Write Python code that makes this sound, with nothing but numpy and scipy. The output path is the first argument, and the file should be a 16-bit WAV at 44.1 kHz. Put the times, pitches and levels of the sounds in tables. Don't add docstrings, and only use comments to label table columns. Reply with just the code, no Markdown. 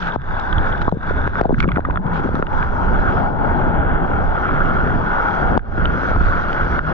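import sys
import numpy as np
from scipy import signal
from scipy.fft import rfft, irfft, next_fast_len
from scipy.io import wavfile
from scipy.ndimage import uniform_filter1d, map_coordinates

SR = 44100
rng = np.random.default_rng(int(sys.argv[2]) if len(sys.argv) > 2 else 0)


def dump(signal):
    limited = np.clip(np.atleast_2d(signal).T, -1, 1)
    pcm = np.round(limited * 32767).astype(np.int16)
    wavfile.write(sys.argv[1], SR, pcm)


N = 305613
TIME = np.arange(N) / SR
PADDLE_END_S = 1.45

# (time [s], relative level [dB], crest pitch [Hz], film loss [dB])
SLAPS = [(0.158, -4.5, 775, 18), (0.878, -1.5, 824, 17.5), (0.9224, -5, 622, 19), (0.969, -11, 283.4, 7),
         (1.1082, -7, 463, 3.5), (1.274, -7, 926, 11), (1.4102, 0.5, 565, 12), (1.428, -14.5, 560, 8),
         (1.4532, -2.5, 660, 19), (1.492, -6.5, 625, 8), (1.505, -6, 684, 10.5), (1.5216, -11, 751, 4),
         (1.5262, -2.5, 296.5, 2), (1.641, -8, 323, 6), (1.655, -13, 521, 10), (1.677, -5.5, 351, 4.5),
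         (1.767, -6, 323, -9), (1.781, -5, 690, 5.5), (1.7909, -7, 664, 8.5), (1.885, -10, 627, 1),
         (2.196, -13.5, 379, 1.5), (2.243, -9, 321, 4), (2.289, -8, 436, 6.5), (2.342, -5.5, 297, 2.5),
         (2.396, -8, 322, 6.5), (2.4244, -6, 517, 11.5), (5.574, 0.5, 737, 24), (6.032, -8.5, 405, -1.5),
         (6.1129, -9.5, 548, 3.5), (6.16, -10, 890, 4), (6.21, -5.5, 170, 1)]
# (frequency [Hz], gain [dB])
MEMBRANE = [(3800, -1.5), (4700, -15), (7000, -23.5), (12000, -23)]


def amp(db):
    return 10 ** (np.asarray(db) / 20)


def unit(x):
    return x / np.sqrt(np.mean(x ** 2) + 1e-20)


def along(points, hz):
    f, v = np.transpose(points)
    return np.interp(np.log(hz + 1), np.log(f + 1), v)


def curves(rows):
    s, *columns = np.transpose(rows)
    return [np.interp(TIME, s, c) for c in columns]


def wobble(rate_hz):
    return map_coordinates(rng.standard_normal(int(N * rate_hz / SR) + 4), [TIME * rate_hz])


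def swell(s, length_s):
    return np.sqrt(abs(np.sin(np.pi * np.clip((TIME - s) / length_s, 0, 1))))


def add(track, s, sound):
    start = max(round(s * SR), 0)
    track[start:start + len(sound)] += sound[:N - start]


def panned(x, left_db):
    return x * amp([[left_db / 2], [-left_db / 2]])


def filtered(x, response):
    size = next_fast_len(N + SR // 4)
    return irfft(rfft(x, size) * response(np.fft.rfftfreq(size, 1 / SR)), size)[..., :N]


def coloured(x, points):
    return filtered(x, lambda hz: amp(along(points, hz)))


def noise(spectrum, patchy_db, channels=1):
    bins = signal.stft(rng.standard_normal((channels, N)), nperseg=512)[2]
    patches = uniform_filter1d(rng.standard_normal(bins.shape[1:]), size=4, axis=0)
    patches = uniform_filter1d(patches, size=8, axis=1)
    white = signal.istft(bins * amp(patchy_db * unit(patches)), nperseg=512)[1][:, :N]
    return unit(coloured(white, spectrum))


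def ringing(pitch_hz, width_hz, channels=1):
    white = rng.standard_normal((2, channels, N))
    drive = filtered(white, lambda hz: 1 / (1 + (hz / width_hz) ** 2) * (hz < 500))
    phase = 2 * np.pi * np.cumsum(pitch_hz) / SR
    return unit(drive[0] * np.sin(phase) + drive[1] * np.cos(phase))


def grains(count, span_s, hz, spread, cycles, glide, size_db):
    onset_s = rng.uniform(*span_s, (count, 1))
    pitch_hz = hz * np.exp(spread * rng.standard_normal((count, 1)))
    size = amp(size_db * np.minimum(rng.exponential(1, (count, 1)), 3)) * rng.choice([-1, 1], (count, 1))
    k = np.arange(SR // 40)
    age = k / SR * pitch_hz / cycles
    envelope = size * np.exp(-age) * (1 - np.exp(-4 * age)) ** 2
    waves = envelope * np.sin(2 * np.pi * cycles * age * (1 + glide * age))
    track = np.bincount(((onset_s * SR).astype(int) + k).ravel(), waves.ravel(), N)[:N]
    return track / np.sqrt(np.sum(track ** 2) / (SR * (span_s[1] - span_s[0])))


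def ports(x):
    # (frequency [Hz], left minus right [dB])
    balance = [(40, -8), (120, 4.5), (200, 7), (400, 5.5), (800, 5), (1100, 3.5), (1450, -1), (2200, -4),
               (3300, -6), (5000, -12)]

    def response(hz):
        lead_rad = along([(60, 0.089), (250, 0.95), (1200, 1.73), (4000, 1.41)], hz)
        left = amp(along(balance, hz) / 2) * np.exp(.5j * lead_rad)
        pair = np.array([left, 1 / left])
        return pair / np.sqrt(np.mean(abs(pair) ** 2, axis=0))
    return filtered(x, response)


def wind(full_db=-19, start_db=-6.5, rise_s=0.72, gust_db=1.94):
    # (frequency [Hz], level [dB])
    buffet = [(8, -16), (16, 5.5), (40, -3), (80, -3), (130, -14.5), (250, -22), (600, -39.5), (3500, -120)]
    level_db = full_db + start_db * np.maximum(1 - TIME / rise_s, 0) + gust_db * wobble(5.3)
    left_db = -4.725 - 0.63 * wobble(2)
    sides = amp(np.array([left_db, -left_db]) / 2)
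    sides /= np.sqrt(np.mean(sides ** 2, axis=0))
    eddies = noise(buffet, patchy_db=1, channels=2) + 0.66 * noise(buffet, patchy_db=2.5)
    return amp(level_db) * unit(eddies * amp(2.1 * wobble(8.8)) * sides)


def churn():
    # (frequency [Hz], level [dB])
    spectrum = [(50, -18.5), (110, -2.5), (170, 0), (300, -4), (500, -8), (700, -9), (1000, -21),
                (2000, -76.5), (5000, -120)]
    water = noise(spectrum, patchy_db=1.5) + 0.76 * noise(spectrum, patchy_db=1, channels=2)
    return unit(ports(water * amp(0.96 * wobble(70))))


def hollow(wander=0.0147):
    # (time [s], pitch [Hz])
    cavity = [(.45, 879), (.75, 821.7), (1.1, 925.7), (2.15, 888.4), (2.7, 881.2), (3.06, 796),
              (3.35, 853.3), (3.9, 820.3), (4.3, 810.5), (5.15, 880), (5.3, 888.5), (5.5, 792.3)]
    pitch_hz = curves(cavity)[0] * (1 + wander * wobble(6))
    return unit(panned(ringing(pitch_hz, width_hz=130, channels=2), left_db=11.5))


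def rush(flooded_rise=.065, drained_s=2.2, draining_s=.25, wander=.012):
    # (frequency [Hz], level [dB])
    spectrum = [(150, -18.5), (600, -10), (1000, -6.5), (1200, -3.5), (1420, -0.5), (1600, -7.5),
                (1950, -18), (2200, -20), (2500, -28.5), (2850, -27.5), (3080, -34), (3400, -35),
                (3800, -47), (4600, -68.5), (10000, -120)]
    # (pitch [Hz], width [Hz], level re foam [dB])
    resonances = [(1425.4, 119, -1.5), (3286, 190, -28)]
    flooded = np.clip((drained_s - TIME) / draining_s, 0, 1)
    shift = 1 + flooded_rise * flooded + wander * wobble(7)
    foam = noise(spectrum, patchy_db=1.2) + .18 * noise(spectrum, patchy_db=0, channels=2)
    tones = sum(amp(db) * ringing(hz * shift, width_hz) for hz, width_hz, db in resonances)
    flutter_db = .8 * wobble(25) + 1.4 * wobble(160)
    return unit(ports((foam + tones) * amp(flutter_db)))


def fizz():
    # (frequency [Hz], level [dB])
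    spectrum = [(2000, -28.5), (3800, -1.5), (4700, -6.5), (5900, -8.5), (7000, -23), (8300, -30.5),
                (10500, -73.5)]
    hiss = noise(spectrum, patchy_db=2.5, channels=2) * amp(0.7 * wobble(200))
    return unit(panned(hiss, left_db=-15))


def spatter(drops_per_s=330, level_db=-54, fade_db_per_s=39.5):
    end_s = PADDLE_END_S + 1
    sizzle = grains(int(drops_per_s * end_s), (0, end_s), hz=3534, spread=0.03, cycles=8,
                    glide=0, size_db=4.5)
    return ports(sizzle * amp(level_db - fade_db_per_s * np.maximum(TIME - PADDLE_END_S, 0)))


def gurgles():
    # (time [s], length [s], first pitch [Hz], last pitch [Hz], level [dB])
    pockets = [(0, 0.11, 188, 158, -24.5), (.165, 0.068, 128, 140, -27.5), (.26, 0.08, 124, 204, -30.5),
               (.925, 0.023, 202.4, 137.6, -14.5), (1.08, 0.26, 72.6, 82.1, -20.5),
               (1.526, 0.027, 258, 216.6, -14.5), (1.57, 0.031, 110.3, 165, -15.5),
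               (1.642, 0.016, 208.5, 149.5, -22), (1.664, 0.037, 140, 214, -14),
               (1.725, .028, 139, 118.3, -17), (1.96, 0.076, 148, 208, -25.5),
               (2.052, 0.016, 169.2, 139.5, -13), (2.1, 0.13, 191, 133.8, -22), (6.165, 0.074, 50, 58, -12),
               (6.83, 0.1, 150.2, 180, -24)]
    track = np.zeros(N)
    for s, length_s, first_hz, last_hz, db in pockets:
        progress = np.linspace(0, 1, int(length_s * SR))
        pitch_hz = first_hz * (last_hz / first_hz) ** progress
        envelope = amp(db) * np.sqrt(abs(np.sin(np.pi * progress)))
        add(track, s, envelope * np.sin(2 * np.pi * np.cumsum(pitch_hz) / SR))
    return ports(track)


def sprays(grain_db=3):
    # (time [s], length [s], level [dB])
    handfuls = [(0, 0.11, -40.5), (0.134, 0.021, -43), (0.386, .014, -46.5), (.77, .015, -44),
                (0.809, 0.022, -37.5), (1.583, 0.034, -39.5), (2.127, 0.082, -42), (6.054, .08, -52.5),
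                (6.21, 0.097, -52)]
    # (frequency [Hz], level [dB])
    spectrum = [(1500, -22), (2200, 7), (3400, 3), (4500, -6.5), (6000, -16.5), (7800, -26), (9000, -36),
                (12000, -35)]
    envelope = sum(amp(db) * swell(s, length_s) for s, length_s, db in handfuls)
    sizzle = noise(spectrum, patchy_db=0, channels=2) * amp(grain_db * wobble(600))
    return envelope * unit(panned(sizzle, left_db=-10.5))


def crack(decay_s):
    t = np.arange(SR // 100) / SR
    burst = rng.standard_normal(len(t)) * np.exp(-t / decay_s)
    return burst / abs(burst).max()


def stray_drops(count, ring_db=-31, ping_db=-32, snap_db=-37, ping_hz=3400, t60_s=0.0043, flight_s=0.048):
    rows = []
    for when, size in rng.random((count, 2)):
        s = when * (PADDLE_END_S + flight_s)
        size_db = 4 * (2 * size - 1)
        rows.append((s, ring_db + size_db, ping_db + size_db, ping_hz, t60_s, snap_db + size_db))
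    return rows


def drops(attack_s=0.00097, upper_hz=3320, upper_db=-8.5, upper_t60_s=0.0087):
    # (time [s], port ring [dB], ping [dB], ping pitch [Hz], ping t60 [s], snap [dB])
    impacts = [(.026, -22, -11, 3100, 0.005, -24.5), (.071, -17, -18, 3510, 0.0071, -29.5),
               (.122, -24, -19, 3500, .008, -36.5), (.3977, -38, -21, 3660, 0.0058, -18.5),
               (.528, -16, -11.5, 3460, 0.0072, -32), (.5823, -22, -13, 3390, 0.0095, -32),
               (.726, -21, -19.5, 3360, 0.0083, -39.5), (.8169, -10.5, -19.5, 3920, 0.011, -26.5),
               (.893, -33.5, -31, 3980, 0.011, -29), (1.276, -15, -26, 2300, .006, -27.5),
               (1.355, -11, -32, 2200, .008, -43), (1.544, -15.5, -41, 2470, .008, -54),
               (1.583, -18.5, -33, 2300, 0.011, -35.5), (1.6034, -8, -1, 2170, .011, -13),
               (1.627, -14.5, -19, 2260, 0.02, -27.5), (1.635, -20, -22, 2230, .02, -43),
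               (1.643, -11.5, -24, 2200, .013, -42.5), (1.6775, -28, -21, 2750, .009, -34),
               (1.688, -16, -8, 1180, 0.022, -47.5), (1.6895, -22.5, -15, 2260, 0.017, -43),
               (1.718, -13.5, -9.5, 2040, 0.012, -32), (1.757, -22, -26, 2270, 0.02, -45.5),
               (1.761, -11.5, -20, 2000, .025, -40), (1.7722, -10, -27.5, 1800, .018, -44),
               (1.805, -22.5, -43, 2200, .01, -38.5), (1.85, -17.5, -7.5, 1244, 0.029, -44.5),
               (1.852, -26.5, -20.5, 1820, 0.027, -46), (1.899, -29, -6.5, 964, 0.024, -57),
               (1.9079, -16, -17.5, 2320, 0.0074, -35.5), (1.958, -13, -28.5, 3430, .016, -45),
               (1.973, -8, -34, 3400, 0.025, -44), (2.066, -16, -34, 3340, .013, -42),
               (2.3537, -12, -31.5, 2400, .007, -21), (2.425, -8.5, -21, 2340, 0.0087, -36),
               (2.468, -19, -16.5, 2800, 0.0082, -45), (2.6277, -11, -13.5, 2150, 0.0087, -39),
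               (5.5935, -24, -35, 2140, .008, -37.5), (5.856, -14.5, -1, 2970, 0.0065, -27),
               (6.53, -14, -13, 3050, 0.0061, -19), (6.7911, -5.5, -14.5, 2500, 0.0056, -31)]
    # (pitch [Hz], level [dB], t60 [s])
    port_modes = [(1413, 5.5, 0.016), (1260, 9.5, 0.0069), (1750, -4.5, 0.015)]
    # (frequency [Hz], gain [dB])
    snap_spectrum = [(1000, -9), (2000, 0), (3300, 4), (6000, -9), (8000, -21), (12000, -36)]
    track, snaps = np.zeros((2, N))
    t = np.arange(SR // 20) / SR

    def ring(modes, spread):
        shift = 1 + spread * rng.normal()
        return sum(amp(db + rng.normal(0, 1) - 60 * t / t60_s) * np.sin(2 * np.pi * hz * shift * t)
                   for hz, db, t60_s in modes)
    for s, ring_db, ping_db, ping_hz, t60_s, snap_db in [*impacts, *stray_drops(count=22)]:
        ping_modes = [(ping_hz, 1, t60_s)]
        if ping_hz > 1500:
            ping_modes.append((upper_hz, upper_db, min(t60_s, upper_t60_s)))
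        ping = amp(ping_db) * ring(ping_modes, spread=0.022)
        port_ring = amp(ring_db) * ring(port_modes, spread=0.07)
        add(track, s, (port_ring + ping) * (1 - np.exp(-t / attack_s)))
        add(snaps, s, amp(snap_db) * crack(decay_s=0.0016))
    return ports(coloured(track, MEMBRANE) + coloured(snaps, snap_spectrum))


def slaps(crest_s=.003, fall_s=0.00094, rest_hz=125, push_s=0.0011, push_db=-8, crack_db=-16):
    # (frequency [Hz], gain [dB])
    crack_spectrum = [(600, -7.5), (1500, 7), (3600, -2), (4500, -9), (7000, -23), (9000, -25),
                      (12000, -30.5)]
    track, cracks = np.zeros((2, N))
    t = np.arange(SR // 16) / SR
    envelope = (t / crest_s * np.exp(1 - t / crest_s)) ** 4
    push_age = t / push_s
    push = push_age ** 2 * (3 - push_age) * np.exp(-push_age)
    chance = rng.uniform(-1, 1, (len(SLAPS), 2))
    tearing_rad = 0.26 * wobble(700)
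    for (s, db, crest_hz, _), (offset, pace) in zip(SLAPS, chance):
        dive_s = fall_s * np.exp(0.069 * pace)
        dive = np.minimum(np.exp((crest_s - t) / dive_s), 1.226)
        turns = np.cumsum(rest_hz + (crest_hz - rest_hz) * dive) / SR
        phase = 2 * np.pi * turns + np.pi * offset + tearing_rad[round(s * SR):][:len(t)]
        add(track, s, amp(db) * envelope * np.sin(phase))
        add(track, s + crest_s, amp(db + push_db) * push)
        add(cracks, s + crest_s, amp(5.6 * db + crack_db) * crack(decay_s=0.00079))
    return ports(track) + panned(coloured(cracks, crack_spectrum), left_db=18.5)


def water_film(close_s=0.0032, hold_s=0.031, drain_db_per_s=140):
    # (time [s], film loss [dB])
    wettings = [(1.973, 9), (6.788, 10.5)]
    loss_db = np.zeros(N)
    for s, *_, depth_db in [*SLAPS, *wettings]:
        age_s = TIME - s - close_s
        closed = np.clip(age_s / close_s, 0, 1)
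        drained_db = drain_db_per_s * np.maximum(age_s - hold_s, 0)
        loss_db = np.maximum(loss_db, closed * (depth_db - drained_db))
    return loss_db


def bubbles(bubbles_per_s=300):
    # (time [s], length [s], level [dB], pitch [Hz], spread [ratio], decay [cycles])
    sloshes = [(0.876, .02, -18.5, 912, 0.18, 2.2), (0.921, .045, -28.5, 375, 0.23, 1.6),
               (1.406, 0.016, -22, 640, 0.17, 1.8), (1.443, 0.026, -17, 657, 0.22, 2.1),
               (1.474, .06, -23, 556, .3, 2.2), (1.53, .28, -23.5, 216, .3, 1.8),
               (1.822, .26, -27, 189.6, .25, 1.7), (1.619, .026, -30.5, 2186, 0.034, 6.3),
               (1.599, .18, -36.5, 1280, .035, 9), (1.647, .075, -29.5, 790, 0.23, 3.4),
               (1.679, 0.089, -46.5, 2170, 0.12, 8), (2.247, 0.023, -16.5, 316, .25, 2.4),
               (6.133, 0.049, -21.5, 239, 0.24, 1.2)]
    track = np.zeros(N)
    for s, length_s, db, hz, spread, cycles in sloshes:
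        count = int(bubbles_per_s * length_s) + 1
        bubbling = grains(count, (s, s + length_s), hz, spread, cycles, glide=0.016, size_db=4)
        track += amp(db) * swell(s, length_s) * bubbling
    return ports(coloured(track, MEMBRANE))


def scene():
    # (time [s], churn [dB], hollow ring [dB], rush [dB], fizz [dB])
    flow = [(0, -39, -56, -26, -50), (.07, -31, -26.5, -26, -63), (.28, -31, -25.5, -26.5, -62.5),
            (.45, -33.5, -22.5, -27.5, -59), (.58, -28, -25, -28, -63), (.68, -29, -26, -23.5, -59),
            (.76, -25, -24.5, -29, -67), (.86, -30, -23.5, -28.5, -60), (1.02, -28.5, -21.5, -23.5, -59),
            (1.16, -26.5, -27.5, -24.5, -59.5), (1.4, -25, -23, -22.5, -57.5),
            (1.6, -31.5, -32, -32.5, -63), (1.85, -29, -31, -35.5, -71), (2.0, -26, -25, -39, -70),
            (2.15, -27.5, -19.5, -26, -65.5), (2.3, -25, -27.5, -26.5, -59),
            (2.48, -24.5, -20.5, -28.5, -61), (2.6, -28, -19, -24, -57.5), (2.68, -32, -27, -29, -63),
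            (2.8, -23.5, -19.5, -27, -61), (3.1, -24, -23, -22.5, -58.5), (3.26, -23, -17.5, -26.5, -61.5),
            (3.34, -24, -21, -34, -68.5), (3.44, -23.5, -16.5, -25.5, -63.5), (3.62, -21, -18.5, -25, -63),
            (3.86, -22.5, -21.5, -24, -70.5), (4.2, -22.5, -20, -26.5, -63), (4.35, -28, -19.5, -25, -62.5),
            (4.5, -23.5, -27.5, -20.5, -61), (5.05, -23.5, -23.5, -24.5, -61),
            (5.14, -28.5, -17, -22.5, -58), (5.3, -29.5, -18.5, -21.5, -55.5),
            (5.55, -20, -19, -24.5, -61.5), (5.7, -27, -23.5, -25, -60.5), (5.88, -25, -37, -26.5, -61.5),
            (6.08, -25.5, -25.5, -22.5, -54.5), (6.3, -30.5, -31, -21.5, -55), (6.93, -23, -29, -22, -58)]
    churn_db, hollow_db, rush_db, fizz_db = curves(flow)
    surge_db = 1.5 * (TIME < PADDLE_END_S) * wobble(9.7)
    film_db = water_film()
    low = amp(-0.33 * film_db) * wind() + amp(churn_db + 1 - 0.83 * film_db) * churn()
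    mid = amp(surge_db - film_db) * (amp(hollow_db - 5) * hollow() + amp(rush_db + 1.5) * rush())
    high = amp(fizz_db + 3 + surge_db - .8 * film_db) * fizz() + amp(-.6 * film_db) * spatter()
    splashes = gurgles() + sprays() + drops() + amp(-3) * slaps() + bubbles()
    return low + mid + high + splashes


def record(dry, fade_s=.004, top_hz=12700):
    fade = np.clip(np.minimum(TIME, TIME[-1] - TIME) / fade_s, 0, 1)
    dull = coloured(dry * fade, [(6500, -0.5), (9000, -4.0), (12000, -10.0)])
    rounded = dull / (1 + abs(dull) ** 12) ** (1 / 12)
    return filtered(rounded, lambda hz: hz < top_hz)


dry = scene()
out = record(dry)
dump(out)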